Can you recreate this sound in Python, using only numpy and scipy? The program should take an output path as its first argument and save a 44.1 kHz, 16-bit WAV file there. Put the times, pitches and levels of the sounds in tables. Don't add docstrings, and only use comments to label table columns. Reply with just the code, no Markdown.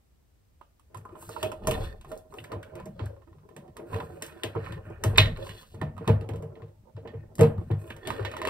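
import sys
import numpy as np
from scipy import signal
from scipy.fft import rfft, irfft, next_fast_len
from scipy.io import wavfile

SR = 44100
rng = np.random.default_rng(int(sys.argv[2]) if len(sys.argv) > 2 else 0)


def bounce(signal):
    frames = np.transpose(np.atleast_2d(signal))
    limited = np.clip(frames, -1, 1)
    pcm = np.round(limited * 32767).astype(np.int16)
    wavfile.write(sys.argv[1], SR, pcm)


N = 374409


def from_db(db):
    return 10 ** (np.asarray(db) / 20)


def rms_one(x):
    return x / np.sqrt(np.mean(x ** 2) + 1e-20)


def at_hz(points, hz):
    table_hz, value = np.array(points)[:, 0], np.array(points)[:, 1]
    return np.interp(np.log(np.maximum(hz, 1)), np.log(table_hz), value)


def coloured(x, spectrum):
    size = next_fast_len(N)
    hz = np.arange(size // 2 + 1) * SR / size
    inside = (hz > .8 * spectrum[0][0]) & (hz < 1.2 * spectrum[-1][0])
    shaped = rfft(x, size) * from_db(at_hz(spectrum, hz)) * inside
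    return rms_one(irfft(shaped, size)[..., :N])


# (frequency [Hz], likeness [0 to 1])
DIFFUSE_LIKENESS = [(60, 0.94), (240, 0.048), (950, 0), (3000, 0), (6000, 0.17), (15000, 1)]


def diffuse(length):
    hz = np.arange(length // 2 + 1) * SR / length
    alike = np.clip(at_hz(DIFFUSE_LIKENESS, hz), 0, 1)
    mid, side = rfft(rng.standard_normal((2, length)))
    pair = np.sqrt(1 + alike) * mid + np.sqrt(1 - alike) * side * [[1], [-1]]
    return irfft(pair, length) / np.sqrt(2)


# (frequency [Hz], relative level [dB])
ROOM_TONE = [(18, -21.5), (30, -25), (45, -4.5), (68, -2), (170, -17.5), (500, -25), (1500, -35),
             (4000, -39.5), (10000, -42), (16000, -42)]
ROOM_TONE_DB = -63.5


def room_tone():
    return from_db(ROOM_TONE_DB) * coloured(diffuse(next_fast_len(N)), ROOM_TONE)


def drift(rate):
    r = np.exp(-80 * np.pi * rate / SR)
    slow = signal.lfilter([1], [1, -2 * r, r * r], rng.standard_normal(N // 40 + 2002))[2000:]
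    return np.interp(np.arange(N) / 40, np.arange(len(slow)), rms_one(slow))


def ring(force, hz, t60):
    r, w = from_db(-60 / (t60 * SR)), 2 * np.pi * hz / SR
    return signal.lfilter([0, np.sin(w)], [1, -2 * r * np.cos(w), r * r], force + 1e-18)


MODE_PAN_DB = 4


def strikes(times, level_db, modes, swell_s, scatter_db, centre_hz=None, focus_db=0, pan_db=MODE_PAN_DB):
    out = 0
    level_db = level_db * np.ones((2, 1))
    chance = rng.standard_normal((len(times), len(modes), 2))
    for k, (hz, mode_db, t60) in enumerate(modes):
        force = np.zeros((len(level_db), N + SR))
        scatter = scatter_db * chance[:, k, 0]
        pan = pan_db * chance[:, k, 1] * [[1], [-1]]
        strength_db = level_db + mode_db + scatter + pan
        if centre_hz is not None:
            strength_db = strength_db - focus_db * np.log2(hz / centre_hz) ** 2
        for s, db, swell in zip(times, strength_db.T, swell_s):
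            n = np.arange(int(np.clip(swell, 1 / SR, .08) * SR * 2) + 1)
            contact = np.sin(np.pi * (n + .5) / len(n)) * np.pi / len(n)
            push = contact * np.cos(2 * np.pi * hz * n / SR)
            at = round(s * SR)
            force[:, at:at + len(n)] += from_db(db)[:, None] * push
        out = out + ring(force[:, :N], hz, t60) * (-1) ** k
    return out


GRIP_SHIFT_DB = 4.0


def rubbed(modes, force, damping, pan_db=MODE_PAN_DB):
    out = 0
    for k, (hz, db, t60) in enumerate(modes):
        pan = pan_db * drift(3.6) * [[1], [-1]]
        mode_db = db + pan + GRIP_SHIFT_DB * drift(9.0)
        out = out + from_db(mode_db) * ring(force, hz, t60 * damping) * (-1) ** k
    return rms_one(out)


RATTLE_RING = 0.52


def bursts(times, level_db, rise_s, centre_hz, spectrum, t60, tail_t60, tail_db, focus, width=1.12, body=None):
    out, t = np.zeros((2, N + SR)), np.arange(SR // 4) / SR
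    noise = np.tile(coloured(rng.standard_normal(N), spectrum), 2)
    if body:
        singing = rubbed(body, noise[:N], 1.0, pan_db=1.5)[0]
        noise = noise + RATTLE_RING * np.tile(singing, 2)
    for s, db, rise, hz in zip(times, level_db.T, np.clip(rise_s, 2e-4, .04), centre_hz):
        at = round(s * SR)
        grit = noise[at:at + len(t)]
        band = signal.butter(1, [hz / width, hz * width], "band", fs=SR)
        grit = rms_one(grit + focus * signal.lfilter(*band, grit))
        after = np.maximum(t - rise, 0)
        decay = from_db(-60 * after / t60) + from_db(tail_db - 60 * after / tail_t60)
        shape = np.minimum(t / rise, 1) * decay
        out[:, at:at + len(t)] += from_db(db)[:, None] * shape * grit
    return out[:, :N]


# (time [s], plastic clack [dB], steel snap [dB], treble tick [dB])
CLICKS = [(0.612, -36.5, -64, -76), (0.795, -53, -73, -70), (0.945, -29.5, -55.5, -56),
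          (0.971, -37, -70, -57), (1.052, -29, -83, -70), (1.091, -33, -70, -90), (1.153, -35, -67, -80),
          (1.225, -34, -58.5, -62), (1.291, -27, -69, -49.5), (1.364, -25.5, -51, -82),
          (1.428, -18.5, -32, -38.5), (1.517, -29, -53, -52.5), (1.671, -17.5, -33.5, -31.5),
          (1.71, -19.5, -32, -38), (2.011, -48, -55.5, -62), (2.046, -32.5, -60, -69),
          (2.116, -28.5, -52.5, -52.5), (2.175, -58, -77, -56), (2.324, -35.5, -85, -79),
          (2.339, -33.5, -61, -60), (2.44, -39, -51, -55), (2.518, -22, -46, -55.5),
          (2.628, -38.5, -54, -58.5), (2.753, -51, -55, -58.5), (2.799, -32, -59, -66),
          (2.856, -54, -58.5, -56), (2.993, -32, -48, -75), (3.057, -45, -61, -56.5),
          (3.489, -44, -63.5, -71), (3.564, -43, -50.5, -55.5), (3.678, -54, -66, -77),
          (3.767, -32.5, -51, -52.5), (3.942, -31, -47.5, -58), (3.961, -29, -50, -62),
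          (4.001, -17.5, -62, -68), (4.222, -34, -36.5, -37.5), (4.262, -60, -63, -51),
          (4.323, -47, -57, -75), (4.434, -24, -30.5, -41.5), (4.551, -22, -73, -70),
          (4.642, -37, -52, -79), (4.669, -32.5, -62, -75), (4.722, -29.5, -47, -58.5),
          (4.9, -54, -75, -71), (4.982, -50, -80, -87), (5.037, -18, -33, -33.5), (5.158, -30, -39, -75),
          (5.175, -15.5, -48, -31), (5.181, -9, -11.5, -38), (5.257, -40, -41, -68), (5.372, -36, -58, -62),
          (5.446, -37, -69, -68), (5.467, -33.5, -58, -70), (5.492, -40, -42.5, -56.5),
          (5.629, -40.5, -55.5, -77), (5.745, -42, -63, -66), (5.814, -22.5, -42.5, -56.5),
          (5.966, -34, -64.5, -74), (5.978, -30.5, -57.5, -65), (6.043, -34.5, -73.5, -77),
          (6.076, -15.5, -33.5, -45), (6.21, -53, -55.5, -64), (6.289, -54.5, -52.5, -57),
          (6.335, -53, -60.5, -67.5), (6.358, -47.5, -60, -60.5), (6.423, -47, -61.5, -61),
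          (6.554, -50, -60, -87), (6.62, -42.5, -61, -82.5), (6.682, -60, -73.5, -84),
          (6.965, -44, -56, -79.5), (7.074, -50, -50, -73), (7.353, -62.5, -64.5, -52),
          (7.382, -33, -53, -54.5), (7.392, -23, -40.5, -48.5), (7.409, -32.5, -35, -39),
          (7.432, -22, -43, -53.5), (7.579, -34.5, -62, -72), (7.713, -35, -48, -64),
          (7.902, -33, -53, -58), (7.964, -45, -58.5, -60), (8.072, -37.5, -32.5, -42.5),
          (8.103, -20, -40.5, -55), (8.195, -27.5, -50, -82), (8.227, -45, -50, -74),
          (8.249, -24, -33, -54.5), (8.314, -28.5, -43.5, -57), (8.338, -26, -52, -77),
          (8.366, -23, -41, -51.5), (8.416, -20.5, -36.5, -52), (8.451, -22, -35, -50.5),
          (8.472, -18, -34.5, -47), (8.484, -25, -45, -55)]
# (frequency [Hz], relative level [dB], t60 [s])
PLASTIC = [(938, -3.5, 0.062), (1046, 3, 0.026), (1012, -1, 0.083), (1184, -7.5, 0.04), (1261, -6.5, 0.055),
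           (1370, -5, 0.03)]
STEEL = [(1781, 2, 0.011), (1817, 4.5, 0.056), (2244, -10, 0.08), (2510, -6, 0.078), (2774, -7, 0.042),
         (2880, -5.5, 0.036), (3403, -10, 0.091), (3616, -11, 0.043), (4092, -10.5, 0.066),
         (4430, -12, 0.04), (5600, -21, 0.027)]
# (frequency [Hz], relative level [dB])
CRACK = [(900, -20), (1450, -0.5), (1800, 0), (2300, 3), (2950, 6), (3350, 5.5), (3900, 2.5), (4600, -2.5),
         (5200, -11.5), (6500, -14)]
TICK = [(4500, -3.5), (6000, 1.5), (8500, 4.5), (12000, 1.5), (16000, -8)]
SLAM = [(2200, -9), (2850, 2), (3300, 0.5), (4000, 1), (4800, -17)]
CRUNCH = [(250, 4), (700, -1.5), (1050, -7), (1400, -16.5), (2000, -19), (2700, -23.5)]
# (time [s], ring of all modes [dB], bright crack [dB])
SNIP = (5.183, -28.5, -5.5)
FIRST_SNAP_HZ, LATER_SNAP_HZ, REGRIP_S = 2860, 1744, 1.8
CREAK_START_S, CREAK_STEP_S, CREAK_DB = 3.164, .055, -48


def tool_clicks():
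    creaks = [(CREAK_START_S + CREAK_STEP_S * k, CREAK_DB, CREAK_DB - 24.5, CREAK_DB - 38) for k in range(5)]
    s, clack_db, snap_db, tick_db = np.transpose(CLICKS + creaks)
    snap_hz = np.where(s < REGRIP_S, FIRST_SNAP_HZ, LATER_SNAP_HZ)
    snap_hz = snap_hz * 2 ** (.12 * rng.standard_normal(len(s)))
    sides = 3.0 * rng.standard_normal(len(s)) * [[1], [-1]]
    rise = np.full(len(s), .0012)
    clack = strikes(s, clack_db + sides - 14, PLASTIC, 0.18 * rise, scatter_db=4.5)
    steel = strikes(s, snap_db + sides - 9.5, STEEL, 2.3 * rise, scatter_db=1.5,
                    centre_hz=snap_hz, focus_db=5.5)
    snap = bursts(s, snap_db + sides + 0.5, rise, snap_hz, CRACK,
                  t60=0.011, tail_t60=0.17, tail_db=-5.0, focus=1.8, body=STEEL)
    tick = bursts(s, np.tile(tick_db + 4.5, (2, 1)), rise, 3 * snap_hz, TICK,
                  t60=0.019, tail_t60=0.14, tail_db=-10, focus=0.057)
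    crunch = bursts(s, clack_db + sides - 14.5, rise, np.full(len(s), 1150), CRUNCH,
                    t60=0.062, tail_t60=0.12, tail_db=-13.0, focus=5.6, body=PLASTIC)
    slam_ring = strikes(SNIP[:1], np.array(SNIP[1:2]), STEEL, [.0006], scatter_db=3.5)
    slam_crack = bursts(SNIP[:1], np.full((2, 1), SNIP[2]), rise, [3900], SLAM,
                        t60=0.012, tail_t60=0.18, tail_db=-12.5, focus=2.7, body=STEEL)
    return clack + crunch + steel + snap + tick + slam_ring + slam_crack


# (time [s], box [dB], lower long side [dB], upper long side [dB])
KNOCKS = [(0.945, -44, -59, -71), (1.16, -41, -65, -80), (1.294, -35.5, -49, -48), (1.368, -37, -58, -46),
          (1.43, -22, -45.5, -27), (1.671, -16, -34, -25), (1.705, -29, -35, -37), (1.866, -47, -55, -75),
          (2.115, -35.5, -53, -36.5), (2.523, -26.5, -43, -59), (2.751, -32.5, -51, -46),
          (2.857, -34, -50.5, -42), (2.997, -27, -50.5, -45), (3.033, -36, -56, -49),
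          (3.563, -34, -62, -57.5), (3.791, -30, -57, -45.5), (3.915, -35, -45, -65),
          (3.947, -33, -33.5, -45), (4.023, -47, -44.5, -65), (4.224, -37, -55, -51),
          (4.437, -23.5, -43, -42), (4.468, -40.5, -61, -64), (4.556, -23, -31, -46),
          (4.899, -30.5, -54.5, -74), (5.04, -17, -40, -37), (5.129, -30.5, -41.5, -57),
          (5.176, -13.5, -36, -27), (5.27, -37, -48.5, -35), (5.739, -37, -54.5, -75),
          (5.814, -22, -49, -38), (5.86, -42.5, -65, -54), (6.005, -32.5, -40.5, -50),
          (6.079, -12.5, -24, -27.5), (6.213, -34, -44, -63.5), (6.287, -25.5, -46, -52),
          (6.336, -33.5, -40.5, -49.5), (6.424, -33, -41, -52), (6.474, -59, -51.5, -61.5),
          (6.561, -39.5, -50.5, -65.5), (6.625, -44.5, -49, -58), (6.971, -37.5, -48, -52.5),
          (7.049, -29.5, -46.5, -61), (7.133, -34.5, -43, -68), (7.39, -10, -28, -32),
          (7.404, -18, -14, -26.5), (7.432, -23.5, -21, -45), (7.519, -53, -41.5, -61),
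          (7.61, -43.5, -51, -57), (7.699, -22, -37.5, -59), (7.901, -32.5, -59, -71),
          (8.073, -23, -52, -38), (8.25, -30, -66, -47), (8.329, -49, -71, -44), (8.427, -34.5, -61, -37)]
# (frequency [Hz], relative level [dB], t60 [s])
BOX = [(271.2, -7, 0.11), (338, -2, 0.19), (404, 7, 0.036), (544.5, 2, 0.077), (741, -8, 0.09),
       (894, -6, 0.046)]
BOX_SIDES = [(448.7, -6, 0.13), (460.5, -3, 0.15), (629.3, -4.5, 0.16)]
LIGHT_CONTACT_S, HEAVY_CONTACT_S, CONTACT_POWER = 0.0042, 0.02, 0.94


def box_knocks():
    s, box_db, low_db, high_db = np.transpose(KNOCKS)
    contact = LIGHT_CONTACT_S + HEAVY_CONTACT_S * from_db(CONTACT_POWER * box_db)
    box = strikes(s, box_db - 16.5, BOX, 0.51 * contact, scatter_db=2.5)
    low = strikes(s, low_db + 11, BOX_SIDES[:-1], 1.4 * contact, scatter_db=1.5, pan_db=1)
    high = strikes(s, high_db + 8, BOX_SIDES[-1:], 1.3 * contact, scatter_db=1, pan_db=1)
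    crunch = bursts(s, np.tile(box_db - 16.0, (2, 1)), 2 * contact, np.full(len(s), 900), CRUNCH,
                    t60=0.035, tail_t60=0.3, tail_db=-3.5, focus=0)
    return box + low + high + crunch


# (time [s], level [dB], centre frequency [Hz])
THUDS = [(0.961, -38, 110), (1.431, -33, 112), (1.686, -37, 121), (1.797, -23.5, 80.5), (1.85, -43, 80),
         (2.401, -38.5, 128), (2.532, -34.5, 107), (2.754, -42, 143), (2.81, -34, 183), (2.867, -28.5, 195),
         (3.017, -23, 94), (3.04, -31, 96.5), (3.563, -37.5, 184), (3.793, -43, 171), (3.942, -31.5, 112),
         (4.448, -32.5, 105), (4.558, -25.5, 122), (4.724, -32, 102), (4.904, -38.5, 111),
         (5.059, -16, 104), (5.189, -10.5, 101), (5.493, -41, 89.7), (5.742, -36, 103), (5.812, -21, 159.5),
         (6.077, -13, 193), (6.095, -11.5, 104), (6.309, -26, 111), (6.437, -36, 116.7),
         (6.623, -36, 126.3), (6.948, -33.5, 110.5), (7.05, -42.5, 121), (7.149, -30.5, 111),
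         (7.393, -10, 164.3), (7.412, -13, 128), (7.438, -14.5, 178.5), (7.709, -16.5, 127),
         (7.92, -39, 113.2), (8.089, -32, 99), (8.205, -23.5, 90)]
# (frequency [Hz], relative level [dB], t60 [s])
WALL = [(75, -7, 0.39), (101.9, -0.5, 0.33), (120.2, -2.5, 0.2), (150.4, -3, 0.24), (189.5, -5.5, 0.15),
        (219.4, -10, 0.27)]
THUD_SWELL_S = 0.0206


def wall_thuds():
    s, level_db, centre_hz = np.transpose(THUDS)
    swell = np.full(len(s), THUD_SWELL_S)
    return strikes(s - 0.63 * swell, level_db, WALL, swell, scatter_db=1.0,
                   centre_hz=centre_hz, focus_db=26.0, pan_db=0)


def strokes(rows, rise_db_per_s, fall_db_per_s):
    t, power = np.arange(0, N + 64, 64) / SR, 0
    for start, hold, *level_db in rows:
        before = np.maximum(start - t, 0)
        after = np.maximum(t - start - hold, 0)
        lack_db = rise_db_per_s * before + fall_db_per_s * after
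        power = power + from_db(np.array(level_db)[:, None] - lack_db) ** 2
    return [np.interp(np.arange(N) / SR, t, np.sqrt(p)) for p in power]


def grains(per_s, spread_db, clump_db):
    sizes = from_db(spread_db * np.minimum(rng.exponential(1, N), 5)) * rng.choice([-1, 1], N)
    chance = per_s * from_db(clump_db * drift(14.0)) / SR
    return sizes * (rng.random(N) < chance)


# (start [s], hold [s], wall rumble [dB], box rattle [dB])
SHOVES = [(0.99, 0.014, -54, -49.5), (1.12, 0.27, -55, -51.5), (1.44, 0.015, -43, -34.5),
          (1.69, 0.077, -33, -34.5), (2.11, 0.022, -57, -45.5), (2.37, 0.022, -54, -43.5),
          (2.53, 0.022, -46.5, -45), (2.76, 0.064, -50, -45.5), (3.0, 0.018, -44, -50),
          (3.17, 0.48, -63, -60), (3.57, 0.05, -66, -53.5), (3.68, 0.0091, -51.5, -52),
          (3.78, 0.095, -66, -50), (3.95, 0.042, -37, -42), (4.07, 0.068, -55, -45.5),
          (4.23, 0.01, -48.5, -52.5), (4.33, 0.14, -58, -53), (4.56, 0.034, -43.5, -46),
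          (4.7, 0.052, -40.5, -45), (4.88, 0.041, -54, -53), (5.06, 0.21, -36, -42),
          (5.3, 0.21, -48.5, -46.5), (5.5, 0.029, -60, -51.5), (5.62, 0.031, -67, -65),
          (5.81, 0.029, -39.5, -49), (5.98, 0.13, -42, -52), (6.13, 0.3, -41.5, -45.5),
          (6.43, 0.022, -45, -49.5), (6.6, 0.029, -62.5, -53), (6.8, 0.049, -57.5, -76),
          (7.07, 0.04, -40.5, -49), (7.24, 0.048, -45.5, -53), (7.45, 0.15, -37.5, -50),
          (7.84, 0.023, -47.5, -47), (8.1, 0.092, -43.5, -36.5), (8.27, 0.13, -52, -51.5),
          (8.44, 0.038, -46, -37)]
GRIP = (0.96, 7.6, -63, -68.5)
# (start [s], hold [s], scrape [dB], rasp [dB], hiss [dB])
SLIDES = [(0.96, 0.22, -68, -86, -82), (1.22, 0.084, -63.5, -73, -57.5), (1.3, 0.17, -60, -56.5, -63),
          (1.7, 0.07, -47, -50, -56), (1.78, 0.076, -50.5, -55, -61), (2.11, 0.046, -66, -70, -68),
          (2.33, 0.05, -76.5, -77, -68.5), (2.385, 0.0073, -59, -67, -64), (2.52, 0.025, -57, -91, -87),
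          (2.63, 0.076, -63, -99, -87), (2.75, 0.048, -54.5, -75, -83), (3.01, 0.031, -61.5, -62, -75),
          (3.94, 0.031, -46.5, -61, -59.5), (4.03, 0.2, -59.5, -72.5, -69.5), (4.24, 0.23, -58, -71, -74.5),
          (4.56, 0.029, -55, -69, -83), (4.65, 0.068, -48.5, -65, -69.5), (4.87, 0.013, -51, -87, -75),
          (4.95, 0.12, -58, -90, -92), (5.07, 0.17, -51, -64.5, -65), (5.37, 0.037, -51.5, -59.5, -66),
          (5.46, 0.051, -58, -51.5, -57), (5.55, 0.076, -60.5, -56.5, -61), (5.68, 0.036, -81, -64, -69.5),
          (5.81, 0.035, -63, -90, -87), (6.085, 0.03, -45.5, -64, -70), (7.1, 0.15, -69.5, -87, -100),
          (7.6, 0.17, -68.5, -79.5, -78), (7.8, 0.092, -63.5, -74, -63.5), (7.9, 0.017, -54, -70.5, -80.5),
          (8.09, 0.077, -44.5, -55.5, -60), (8.2, 0.038, -48.5, -68, -83), (8.26, 0.026, -53, -75, -69),
          (8.33, 0.041, -47.5, -78.5, -64), (8.43, 0.05, -55, -64, -73)]
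# (frequency [Hz], relative level [dB])
SCRAPE = [(1000, 4), (1500, 13.5), (2000, -2), (2800, -1.5), (3600, -24)]
RASP = [(3000, -3.5), (4300, 1), (5200, -8.5), (6000, -15)]
HISS = [(5000, -12), (6200, 0.5), (8500, 10), (11000, 7.5), (14000, 5.5), (16000, -2.5)]
SHOVE_RISE_DB_PER_S, SHOVE_FALL_DB_PER_S = 195, 129
SLIDE_RISE_DB_PER_S, SLIDE_FALL_DB_PER_S = 247.5, 195.5
PRESSURE_WAVER_DB = 1.5


def rubbing():
    wall_gain, box_gain = strokes(SHOVES + [GRIP], SHOVE_RISE_DB_PER_S, SHOVE_FALL_DB_PER_S)
    scrape_gain, rasp_gain, hiss_gain = strokes(SLIDES, SLIDE_RISE_DB_PER_S, SLIDE_FALL_DB_PER_S)
    rumble = rubbed(WALL, rng.standard_normal(N), damping=0.34, pan_db=0)
    wall = wall_gain * from_db(2.7 * drift(16.0)) * rumble

    slips = grains(600, spread_db=4.0, clump_db=5.5)
    rattle = 0.97 * rubbed(BOX, slips, damping=0.83) + 0.38 * rubbed(BOX_SIDES, slips, damping=1.0)
    box = box_gain * (rattle + 0.2 * rubbed(PLASTIC, slips, damping=0.7))

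    fine = grains(4800, spread_db=2.5, clump_db=5.5) * from_db(PRESSURE_WAVER_DB * drift(5.2))
    catches = grains(500, spread_db=4.5, clump_db=6.0)
    scrape = 0.49 * coloured(fine, SCRAPE) + 0.7 * rubbed(PLASTIC[:4] + STEEL[:6], catches, damping=0.7)
    rasp = 0.53 * coloured(fine + .3 * catches, RASP) + 0.78 * rubbed(STEEL[5:], catches, damping=0.6)
    hiss = coloured(fine, HISS)
    return wall + box + scrape_gain * scrape + rasp_gain * rasp + hiss_gain * hiss


# (start [s], hold [s], level of the part common to both sides [dB])
DRAUGHT = [(1.3, 2.1, -72), (1.75, 0.068, -34), (4.6, 0.36, -54.5), (5.18, 0.08, -32.5), (7.5, 1, -61)]
GUST_RISE_DB_PER_S, GUST_FALL_DB_PER_S = 120, 79


def draught():
    sos = signal.butter(3, [22, 58], "band", fs=SR, output="sos")
    shared, *own = signal.sosfilt(sos, rng.standard_normal((3, N)))
    gust_gain = strokes(DRAUGHT, GUST_RISE_DB_PER_S, GUST_FALL_DB_PER_S)[0]
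    return gust_gain * rms_one(shared + 0.18 * np.array(own))


# (time [s], level [dB], pitch [Hz])
SQUEAKS = [(2.383, -39, 2750), (2.384, -46.5, 1920), (2.398, -54, 2150), (2.399, -58, 3430),
           (2.442, -43, 1690), (2.63, -41.5, 1590), (3.061, -47.5, 1560), (4, -37.5, 1073),
           (4.575, -54.5, 1020), (5.157, -40, 1830), (5.369, -45, 1050), (5.465, -46, 1070),
           (7.9, -41.5, 2470), (7.904, -37, 1840), (7.918, -45, 2450), (7.987, -56.5, 1790)]
SQUEAK_RISE_S = 0.0031


def squeaks():
    s, level_db, hz = np.transpose(SQUEAKS)
    return bursts(s, np.tile(level_db, (2, 1)), np.full(len(s), SQUEAK_RISE_S), hz, CRACK,
                  t60=0.038, tail_t60=0.07, tail_db=-20, focus=58.0, width=1.05)


# (frequency [Hz], left minus right [dB])
BALANCE_DB = [(60, 1.5), (250, 0.5), (453, 2.5), (600, -3.5), (1200, -6.5), (2200, -5), (3000, -0.5),
              (15000, 0)]
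# (frequency [Hz], t60 [s])
ROOM_T60 = [(100, 0.18), (1000, 0.31), (4000, 0.092), (12000, 0.24)]
# (frequency [Hz], relative level [dB])
ROOM_WET = [(100, -16), (450, -8), (650, -2), (2000, -2), (10000, -6)]


def microphones(pair):
    t, edges, tails = np.arange(SR // 2) / SR, 60 * 2 ** np.arange(0, 8.5), 0
    white = diffuse(len(t))
    for low, high in zip(edges, edges[1:]):
        hz = np.sqrt(low * high)
        fade = from_db(-60 * t / at_hz(ROOM_T60, hz)) * np.minimum(t / 0.0055, 1)
        band = signal.sosfilt(signal.butter(2, [low, high], "band", fs=SR, output="sos"), white)
        tails = tails + band * fade / np.sqrt(np.sum(fade ** 2)) * from_db(at_hz(ROOM_WET, hz))
    size = next_fast_len(N + len(t))
    hz = np.arange(size // 2 + 1) * SR / size
    shade = from_db(at_hz(BALANCE_DB, hz) / 2 * [[1], [-1]])
    direct = rfft(pair, size) * shade
    reverberant = rfft(pair.mean(axis=0), size) * rfft(tails, size)
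    return irfft(direct + reverberant, size)[:, :N]


def scene():
    work = tool_clicks() + box_knocks() + wall_thuds() + rubbing() + squeaks()
    return room_tone() + microphones(work) + draught()


# (frequency [Hz], phase behind [rad])
RIGHT_PHASE = [(0, 0), (480, 0.1), (560, 2.0), (700, -1.2), (1100, -.7), (1800, -.6), (2500, -1.6),
               (3300, -2.6), (4900, 0), (15100, 6 * np.pi), (18500, 8 * np.pi)]
CUTOFF_HZ = 15700


def record(dry):
    size = next_fast_len(N + 2048)
    behind = np.interp(np.arange(size // 2 + 1) * SR / size, *np.transpose(RIGHT_PHASE))
    pair = irfft(rfft(dry, size) * np.exp(-1j * behind * [[0], [1]]), size)[:, :N]
    top = signal.ellip(8, .5, 60, CUTOFF_HZ, fs=SR, output="sos")
    return signal.sosfilt(top, np.clip(pair, -.96, .96))


dry = scene()
out = record(dry)
bounce(out)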